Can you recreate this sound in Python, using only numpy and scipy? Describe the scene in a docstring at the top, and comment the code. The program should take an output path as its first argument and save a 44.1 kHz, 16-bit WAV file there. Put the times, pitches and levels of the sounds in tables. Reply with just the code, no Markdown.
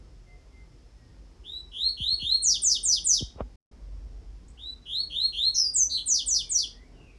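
"""A caged seedeater on a porch sings two phrases: gliding whistles with trilled, buzzy pitch, partly two-voiced.
Overtones come from bending the whistle's own wave; random early echoes, a diffuse tail and rings form the porch.
One tick sounds in the cage, far birds whistle, falling thumps with hiss are puffs of air on the microphone.
Behind lie a wavering insect tone, noise for traffic and leaves, and a low drone that swells once.
Between the phrases the sound drops out briefly."""
import sys
import numpy as np
from scipy import signal
from scipy.fft import rfft, irfft, next_fast_len
from scipy.io import wavfile
from scipy.ndimage import uniform_filter1d, map_coordinates

SR = 44100
rng = np.random.default_rng(int(sys.argv[2]) if len(sys.argv) > 2 else 0)


def transcribe(signal):
    """Save signal, clipped to [-1, 1], as a 16-bit WAV file at the path in sys.argv[1]."""
    frames = np.atleast_2d(signal).T
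    limited = np.clip(frames, -1, 1)
    pcm = np.round(limited * 32767).astype(np.int16)
    wavfile.write(sys.argv[1], SR, pcm)


N = 316638
T = np.arange(N) / SR

# Gestures of the syrinx, one syllable per table; overlapping rows sound both its sides.
# Nominal values, before the song's length, pitch and level:
# (delay [s], length [s], start [Hz], end [Hz], glide time [s], glide bend [exponent], level [dB],
#  starting strength [0-1], attack [s], release [s], trill depth [Hz], trill life [s], trill rate [Hz])
SLUR = [(0, .092, 2880, 3773, 0.034, 1.5, -4, 0.03, 0.063, 0.016, 200, .055, 134.3),
        (.08, 0.072, 3825, 4017, 0.02, 1.1, 0, 0.51, 0.037, .012, 15, .05, 160)]
# Same columns
RISE = [(0, .082, 3120, 3461, 0.067, 4, -11, 0.098, 0.065, 0.015, 240, 0.12, 141.7),
        (.07, 0.11, 3580, 4319, .052, 2.1, -1.5, 0.35, .095, .008, 54.35, .05, 142)]
# Same columns
SWEEP = [(0, 0.054, 9050, 6890, 0.022, 2.3, -1.5, .14, 0.032, 0.024, 56, .15, 190),
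         (.04, 0.045, 6834, 5730, 0.021, 1.3, 2.5, .35, .028, 0.015, 50, .15, 189.5),
         (.076, .015, 4350, 5204, .008, 1.5, -8.5, .3, .008, .004, 50, .05, 170),
         (.082, 0.053, 5740, 4498, .032, 1.6, -3, 0.13, .01, 0.037, 270, .15, 190.2),
         (.087, .04, 5150, 3900, .028, 1.7, -2, .1, .008, 0.04, 330, .06, 170),
         (.124, 0.033, 3780, 2590, 0.025, 2.2, -4, 0.22, .008, 0.034, 20, .05, 169.5)]
# Same columns
BUZZ = [(0, 0.12, 5915, 5030, .06, 2, 4.6, .07, 0.022, 0.043, 570, 0.055, 206.7),
        (.096, .049, 5090, 4790, 0.012, 1.2, 5.8, .2, 0.029, 0.011, 120, 0.02, 212.7)]
# Same columns
GLIDE = [(0.00067, 0.12, 8660, 5700, 0.036, 1.1, 1, .08, 0.03, 0.0037, 43, 0.15, 190)]
# Same columns
CHURR = [(0, 0.092, 4273, 3644, .084, 4.1, -3, .09, 0.056, 0.02, 380, .068, 151.1),
         (.079, 0.029, 3440, 3146, 0.0168, 1.5, -14.5, 0.22, 0.011, 0.0092, 293.5, .08, 140.5)]
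# Same columns
CHIP = [(0.00086, 0.015, 6600, 8650, 0.0072, 1.5, 0.0028, 0.45, 0.0045, 0.0096, 410, .05, 200)]
# Syllable name: gesture table
SYLLABLES = {"slur": SLUR, "rise": RISE, "sweep": SWEEP, "buzz": BUZZ, "glide": GLIDE, "churr": CHURR,
             "chip": CHIP}
# Song: (onset [s], level [dB], length [factor], pitch [factor], syllable [name])
SONG = [(1.435, -37.5, 1.016, 0.99, "slur"), (1.716, -25, 1.004, 1.002, "rise"),
        (1.968, -22, 1.006, 1.006, "rise"), (2.189, -21.5, 1.01, 0.995, "rise"),
        (2.421, -22, 0.96, 0.99, "sweep"), (2.618, -22, 1.026, 1.003, "sweep"),
        (2.83, -22.5, 1.04, 0.99, "sweep"), (3.042, -22, 1.048, 1, "sweep"),
        (4.48, -59.5, 1.0, 1.0, "chip"), (4.571, -40, 0.98, 0.99, "slur"), (4.854, -26, 0.94, 1, "rise"),
        (5.097, -23.5, 0.94, 0.99, "rise"), (5.322, -21.5, 0.98, 0.99, "rise"),
        (5.542, -28.5, 1.0, 1.0, "buzz"), (5.736, -25, 0.97, 1.035, "glide"),
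        (5.894, -22.5, 0.98, 1.005, "churr"), (6.058, -23, 1.026, 0.985, "sweep"),
        (6.26, -24, 1.033, 0.98, "sweep"), (6.492, -25.5, 1.068, 0.96, "sweep")]
# Overtone strength leaving the beak: (frequency [Hz], gain [dB])
OVERTONE_COLOUR = [(1000, -23), (3000, -12.5), (6000, -1.5), (8500, 0.5), (10500, 2), (11900, -4),
                   (12500, -18), (13200, -51)]
# Porch tail decay: (frequency [Hz], t60 [s])
PORCH_DECAY = [(2000, 0.16), (4000, 0.32), (6000, 0.26), (9000, .3), (13000, 0.062)]
# Pitches at which cage and porch ring on: (frequency [Hz], gain [dB], t60 [s])
RINGS = [(3150, -3, .35), (3780, 1.5, .45), (6240, -5, 0.34)]
# Far calls, level before the direct/wet mix: (time [s], length [s], start [Hz], end [Hz], level [dB])
FAR_CALLS = [(0.254, 0.13, 2088, 2060, -60.5), (0.244, 0.12, 717, 720, -64),
             (0.509, 0.16, 2102, 2066, -61.5), (.94, 0.25, 1940, 1820, -70),
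             (6.402, 0.18, 2490, 2094, -60.5), (6.699, 0.23, 1730, 2400, -63.5),
             (6.916, 0.27, 3070, 2207, -59)]
# Puffs on the microphone: (time [s], level [dB], start above rest [Hz], pitch fall time [s],
#  thump t60 [s], hiss relative to level [dB])
PUFFS = [(2.001, -31, 220, 0.01, 0.28, -37), (2.123, -36, 234, 0.0059, 0.23, -50),
         (2.224, -34.5, 319, 0.0084, 0.24, -32), (3.206, -30, 454, .01, 0.21, -27),
         (3.222, -20.5, 597, 0.0041, 0.11, -48), (3.358, -36, 1194, .0026, 0.18, -32),
         (3.407, -23, 1070, 0.00282, 0.17, -26.5)]
# Rushes of air, a slow swell and then a snap: (peak time [s], level [dB], rise [s], fall [s])
RUSTLES = [(3.401, -43, 0.021, 0.02), (3.4081, -26, 0.0018, 0.0013)]
# Puff hiss spectrum: (frequency [Hz], relative level [dB])
RUSH_SPECTRUM = [(60, -16.5), (280, -7.5), (480, 2.5), (800, -5.5), (1200, -6.5), (1900, -22.5),
                 (3200, -24), (4500, -46.5), (7000, -88)]
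# Traffic rumble spectrum: (frequency [Hz], relative level [dB])
RUMBLE_SPECTRUM = [(12, -29), (20, -9.5), (32, -8), (43, 4), (54, 3.5), (66, 0.5), (85, -11.5), (130, -20),
                   (170, -52.5), (290, -120)]
# Leaf and hiss spectrum: (frequency [Hz], relative level [dB])
OUTDOORS_SPECTRUM = [(53, -25.5), (90, 0.5), (175, -2), (207, -8.5), (244, -3), (363, -8), (447, -8.5),
                     (539, -14), (1730, -25), (2080, -24.5), (2220, -26), (4050, -28.5), (4990, -24.5),
                     (10600, -40.5), (13000, -54)]
# Dropout: (start [s], end [s])
DROPOUT_S = (3.558, 3.714)

TOP_HZ = 12500  # band limit
QUIVER_HZ = 10  # the trill never dies away entirely
RUMBLE_DB, AIR_DB, AIR_GROWS_DB_PER_S = -52, -59.5, 0.36
SURGE_S, SURGE_DB, SURGE_RISE_S, SURGE_FALL_S = 3.97, 14.5, 0.21, 0.53  # swell of the drone


def seedeater():
    """Both sides of the syrinx add up; each note gets its own random porch echo."""
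    song, sheen = np.zeros(N), np.zeros(N)
    t = np.arange(SR // 4) / SR
    beak = signal.butter(6, 2450, "highpass", fs=SR, output="sos")
    for onset_s, level_db, length, pitch, name in SONG:
        voices = [syrinx(gesture, t / length, pitch) for gesture in SYLLABLES[name]]
        tone, buzz = np.sum(voices, axis=0)
        add(song, onset_s, amp(level_db) * porch(signal.sosfilt(beak, tone)))
        # overtones beam away from the microphone and arrive mostly off the walls
        upper = overtones(tone, np.minimum(buzz, 1))
        upper = porch(upper, direct_db=-2.5, early_db=-4, tail_db=1.5)
        add(sheen, onset_s, amp(level_db - 1.5) * upper)
    return song + filtered(sheen, lambda hz: amp(along(OVERTONE_COLOUR, hz)))


def syrinx(gesture, t, pitch, wander=.005, jitter=0.002, rough=0.016, flutter_db=1.85, edge_s=0.0013,
           full_trill_hz=350):
    """A whistle swells and glides to its end pitch as its rough trill fades; returns tone and buzz (0-1)."""
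    (delay_s, length_s, start_hz, end_hz, glide_s, bend, level_db, first, attack_s, release_s,
     depth_hz, trill_s, trill_hz) = gesture
    t = np.maximum(t - delay_s, 0)
    size = len(t)
    glide_hz = end_hz + (start_hz - end_hz) * np.exp(-(t / glide_s) ** bend)

    depth = QUIVER_HZ + depth_hz * np.exp(-(t / trill_s) ** 2)
    buzz = np.clip(depth / full_trill_hz, 0, 1)
    trill_rate_hz = trill_hz * (1 + .05 * wobble(60, size))
    trill = sine(trill_rate_hz)

    unsteady = 1 + wander * wobble(45, size) + (jitter + rough * buzz) * wobble(900, size)
    hz = pitch * glide_hz * unsteady + depth * trill

    gate = np.clip(np.minimum(t / edge_s, (length_s - t) / release_s), 0, 1)
    pressure = gate * np.minimum(first + (1 - first) * t / attack_s, 1)
    level = pressure * amp(level_db + flutter_db * wobble(150, size))
    return np.sqrt(2) * level * sine(hz), buzz * gate


def overtones(tone, buzz, second_db=-33, third_db=-36, rasp_db=-45, buzz_db=6, scatter_rad=0.1, growth=.8):
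    """The syrinx bends its own wave into overtones and sum tones; trilled parts are harsher and raspy."""
    whirl = signal.resample_poly(signal.hilbert(tone), 2, 1)  # double rate: room for overtones
    size = np.abs(whirl)
    phase = np.angle(whirl) + scatter_rad * wobble(1400, len(whirl))  # 2800 knots/s at double rate
    upper = amp(second_db) * np.cos(2 * phase) + amp(third_db) * np.cos(3 * phase)
    bent = signal.resample_poly(size ** growth * upper, 1, 2)
    rasp = amp(rasp_db) * np.sqrt(size[::2]) * buzz * rng.standard_normal(len(tone))
    return amp(buzz_db * buzz) * (bent + rasp)


def porch(note, direct_db=0, early_db=-4, tail_db=-6.5, early_s=0.031):
    """Near walls return a few strong copies, then a diffuse tail in which a few pitches linger."""
    echo = amp(tail_db) * tail(PORCH_DECAY)
    t = np.arange(len(echo)) / SR
    for hz, gain_db, t60_s in RINGS:
        fade = np.log(1000) / t60_s
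        ring = np.exp(-fade * t) * np.sin(2 * np.pi * hz * t)
        echo += amp(gain_db) * 2 * fade / SR * ring
    echo[:SR // 250] = 0  # tail and rings start after 4 ms

    delay = rng.uniform(.1, 1, size=7)  # share of early_s
    strength = rng.standard_normal(size=7) * np.exp(-delay)
    strength *= amp(early_db) / np.linalg.norm(strength)
    echo += np.bincount((delay * early_s * SR).astype(int), strength, len(echo))
    echo[0] = amp(direct_db)
    return signal.fftconvolve(note, echo)


def tail(decays):
    """A diffuse echo of energy 1; each frequency dies at its own speed."""
    hz, t, z = signal.stft(rng.standard_normal(SR), SR, nperseg=256)
    fade_db = -60 * t / along(decays, hz)[:, None]
    echo = signal.istft(z * amp(fade_db), SR, nperseg=256)[1]
    return echo / np.linalg.norm(echo)


def tick(at_s=6.072, level_db=-46, t60_s=0.015):
    """One tiny dry tick in the cage: a short noise decay, high-passed."""
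    click, t = np.zeros(N), np.arange(SR // 50) / SR
    add(click, at_s, amp(level_db - 60 * t / t60_s) * rng.standard_normal(len(t)))
    return filtered(click, lambda hz: hz ** 2 / (hz ** 2 + 4000 ** 2))


def far_birds(direct=0.65, wet=0.7, waver=0.0114):
    """Swelling whistles, wavering in proportion to their glide, smeared by the wooded hillside."""
    calls = np.zeros(N)
    for onset_s, length_s, start_hz, end_hz, level_db in FAR_CALLS:
        u = np.linspace(0, 1, int(length_s * SR))
        hz = start_hz + (end_hz - start_hz) * (u + 10 * waver * wobble(243.6, len(u)))
        add(calls, onset_s, amp(level_db) * np.abs(np.sin(np.pi * u)) * sine(hz))
    hillside = tail([(1000, 0.44), (4000, 0.42)])  # (frequency [Hz], t60 [s])
    return direct * calls + wet * signal.fftconvolve(calls, hillside)[:N]


def puffs(rest_hz=52, attack_s=0.0056, hiss_t60_s=0.07):
    """Each eddy of air gives a thump that falls quickly in pitch, with a short rush on top."""
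    thumps, t = np.zeros(N), np.arange(SR // 4) / SR
    rush = sum(amp(level_db) * swell(peak_s, rise_s, fall_s) for peak_s, level_db, rise_s, fall_s in RUSTLES)
    for onset_s, level_db, start_hz, fall_s, t60_s, hiss_db in PUFFS:
        hz = rest_hz + start_hz * np.exp(-t / fall_s)
        envelope = amp(level_db - 60 * t / t60_s) * (1 - np.exp(-t / attack_s))
        add(thumps, onset_s, envelope * sine(hz))
        add(rush, onset_s, amp(level_db + hiss_db - 60 * t / hiss_t60_s))
    soft = signal.butter(4, 3500, fs=SR, output="sos")  # air carries no sharp edge
    return signal.sosfilt(soft, thumps + rush * noise(RUSH_SPECTRUM))


def insects(level_db=-80.5, centre_hz=5250, drift_hz=170, blur_hz=100):
    """A thin shrill from the trees: one sine, wavering in pitch and level."""
    hz = centre_hz + drift_hz * wobble(2.3, N) + blur_hz * wobble(600, N)
    return amp(level_db + 2.2 * wobble(3.3, N)) * np.sqrt(2) * sine(hz)


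def outdoors(drone_db=-4, drone_hz=47, hiss_db=-58.0, drift_db=-0.33, surge_share=0.44):
    """Far traffic rumbles and its drone swells once, under a rush of leaves that slowly grows and a hiss."""
    surge_db = SURGE_DB * swell(SURGE_S, SURGE_RISE_S, SURGE_FALL_S)
    drone = np.sqrt(2) * sine(drone_hz + 2.3 * wobble(4.2, N)) * amp(2.9 * wobble(13, N))
    rumble = amp(surge_share * surge_db) * noise(RUMBLE_SPECTRUM)  # swells less than the drone
    low = rumble + amp(drone_db + surge_db) * drone
    low = amp(RUMBLE_DB + drift_db * wobble(2.9, N)) * low

    air = noise(OUTDOORS_SPECTRUM)
    body = filtered(air, lambda hz: 1 / (1 + (hz / 1300) ** 4))
    leaves = amp(AIR_DB + AIR_GROWS_DB_PER_S * T + wobble(8, N)) * patchy(body)
    return low + leaves + amp(hiss_db) * (air - body)


def patchy(x, depth_db=2.5):
    """Let patches of the spectrum come and go at random."""
    z = signal.stft(x, nperseg=2048)[2]
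    field = uniform_filter1d(rng.standard_normal(z.shape), size=3, axis=0)
    field = uniform_filter1d(field, size=8, axis=1)
    y = signal.istft(z * amp(depth_db * unit(field)), nperseg=2048)[1][:N]
    return np.std(x) * unit(y)


def noise(spectrum):
    """Coloured noise of rms 1."""
    return unit(filtered(rng.standard_normal(N), lambda hz: amp(along(spectrum, hz))))


def sine(hz):
    """A sine that follows a frequency track."""
    return np.sin(2 * np.pi * np.cumsum(hz) / SR)


def wobble(rate, size):
    """A smooth random curve, rate knots a second at SR."""
    return map_coordinates(rng.standard_normal(4096), [np.arange(size) * rate / SR], mode="wrap")


def swell(s, rise_s, fall_s):
    """A smooth hump that reaches 1 at time s."""
    return np.exp(-((T - s) / np.where(T < s, rise_s, fall_s)) ** 2)


def filtered(x, response):
    """x times a response of frequency."""
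    m = next_fast_len(N + SR // 2)
    return irfft(rfft(x, m) * response(np.fft.rfftfreq(m, 1 / SR)), m)[:N]


def along(points, hz):
    """Interpolate (frequency [Hz], value) points on a log axis."""
    f, v = np.transpose(points)
    return np.interp(np.log(hz + 1), np.log(f + 1), v)


def add(track, s, sound):
    """Mix a sound into the track at time s."""
    part = track[round(s * SR):][:len(sound)]
    part += sound[:len(part)]


def amp(db):
    """Decibels to gain."""
    return 10 ** (np.asarray(db) / 20)


def unit(x):
    """Scale to rms 1."""
    return x / np.sqrt(np.mean(x ** 2) + 1e-20)


def scene():
    """The near bird over its surroundings."""
    return (seedeater() + tick() + far_birds() + puffs() + insects() + outdoors())[None]


def record(dry, dropout_db=-55):
    """The sound drops out once; a steep low-pass sets the band limit."""
    start_s, end_s = DROPOUT_S
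    gate = np.where((T > start_s) & (T < end_s), amp(dropout_db), 1.0)
    gate = uniform_filter1d(gate, size=128)  # softens the edges
    return filtered(dry[0] * gate, lambda hz: 1 / np.sqrt(1 + (hz / TOP_HZ) ** 80))[None]


dry = scene()
out = record(dry)
transcribe(out)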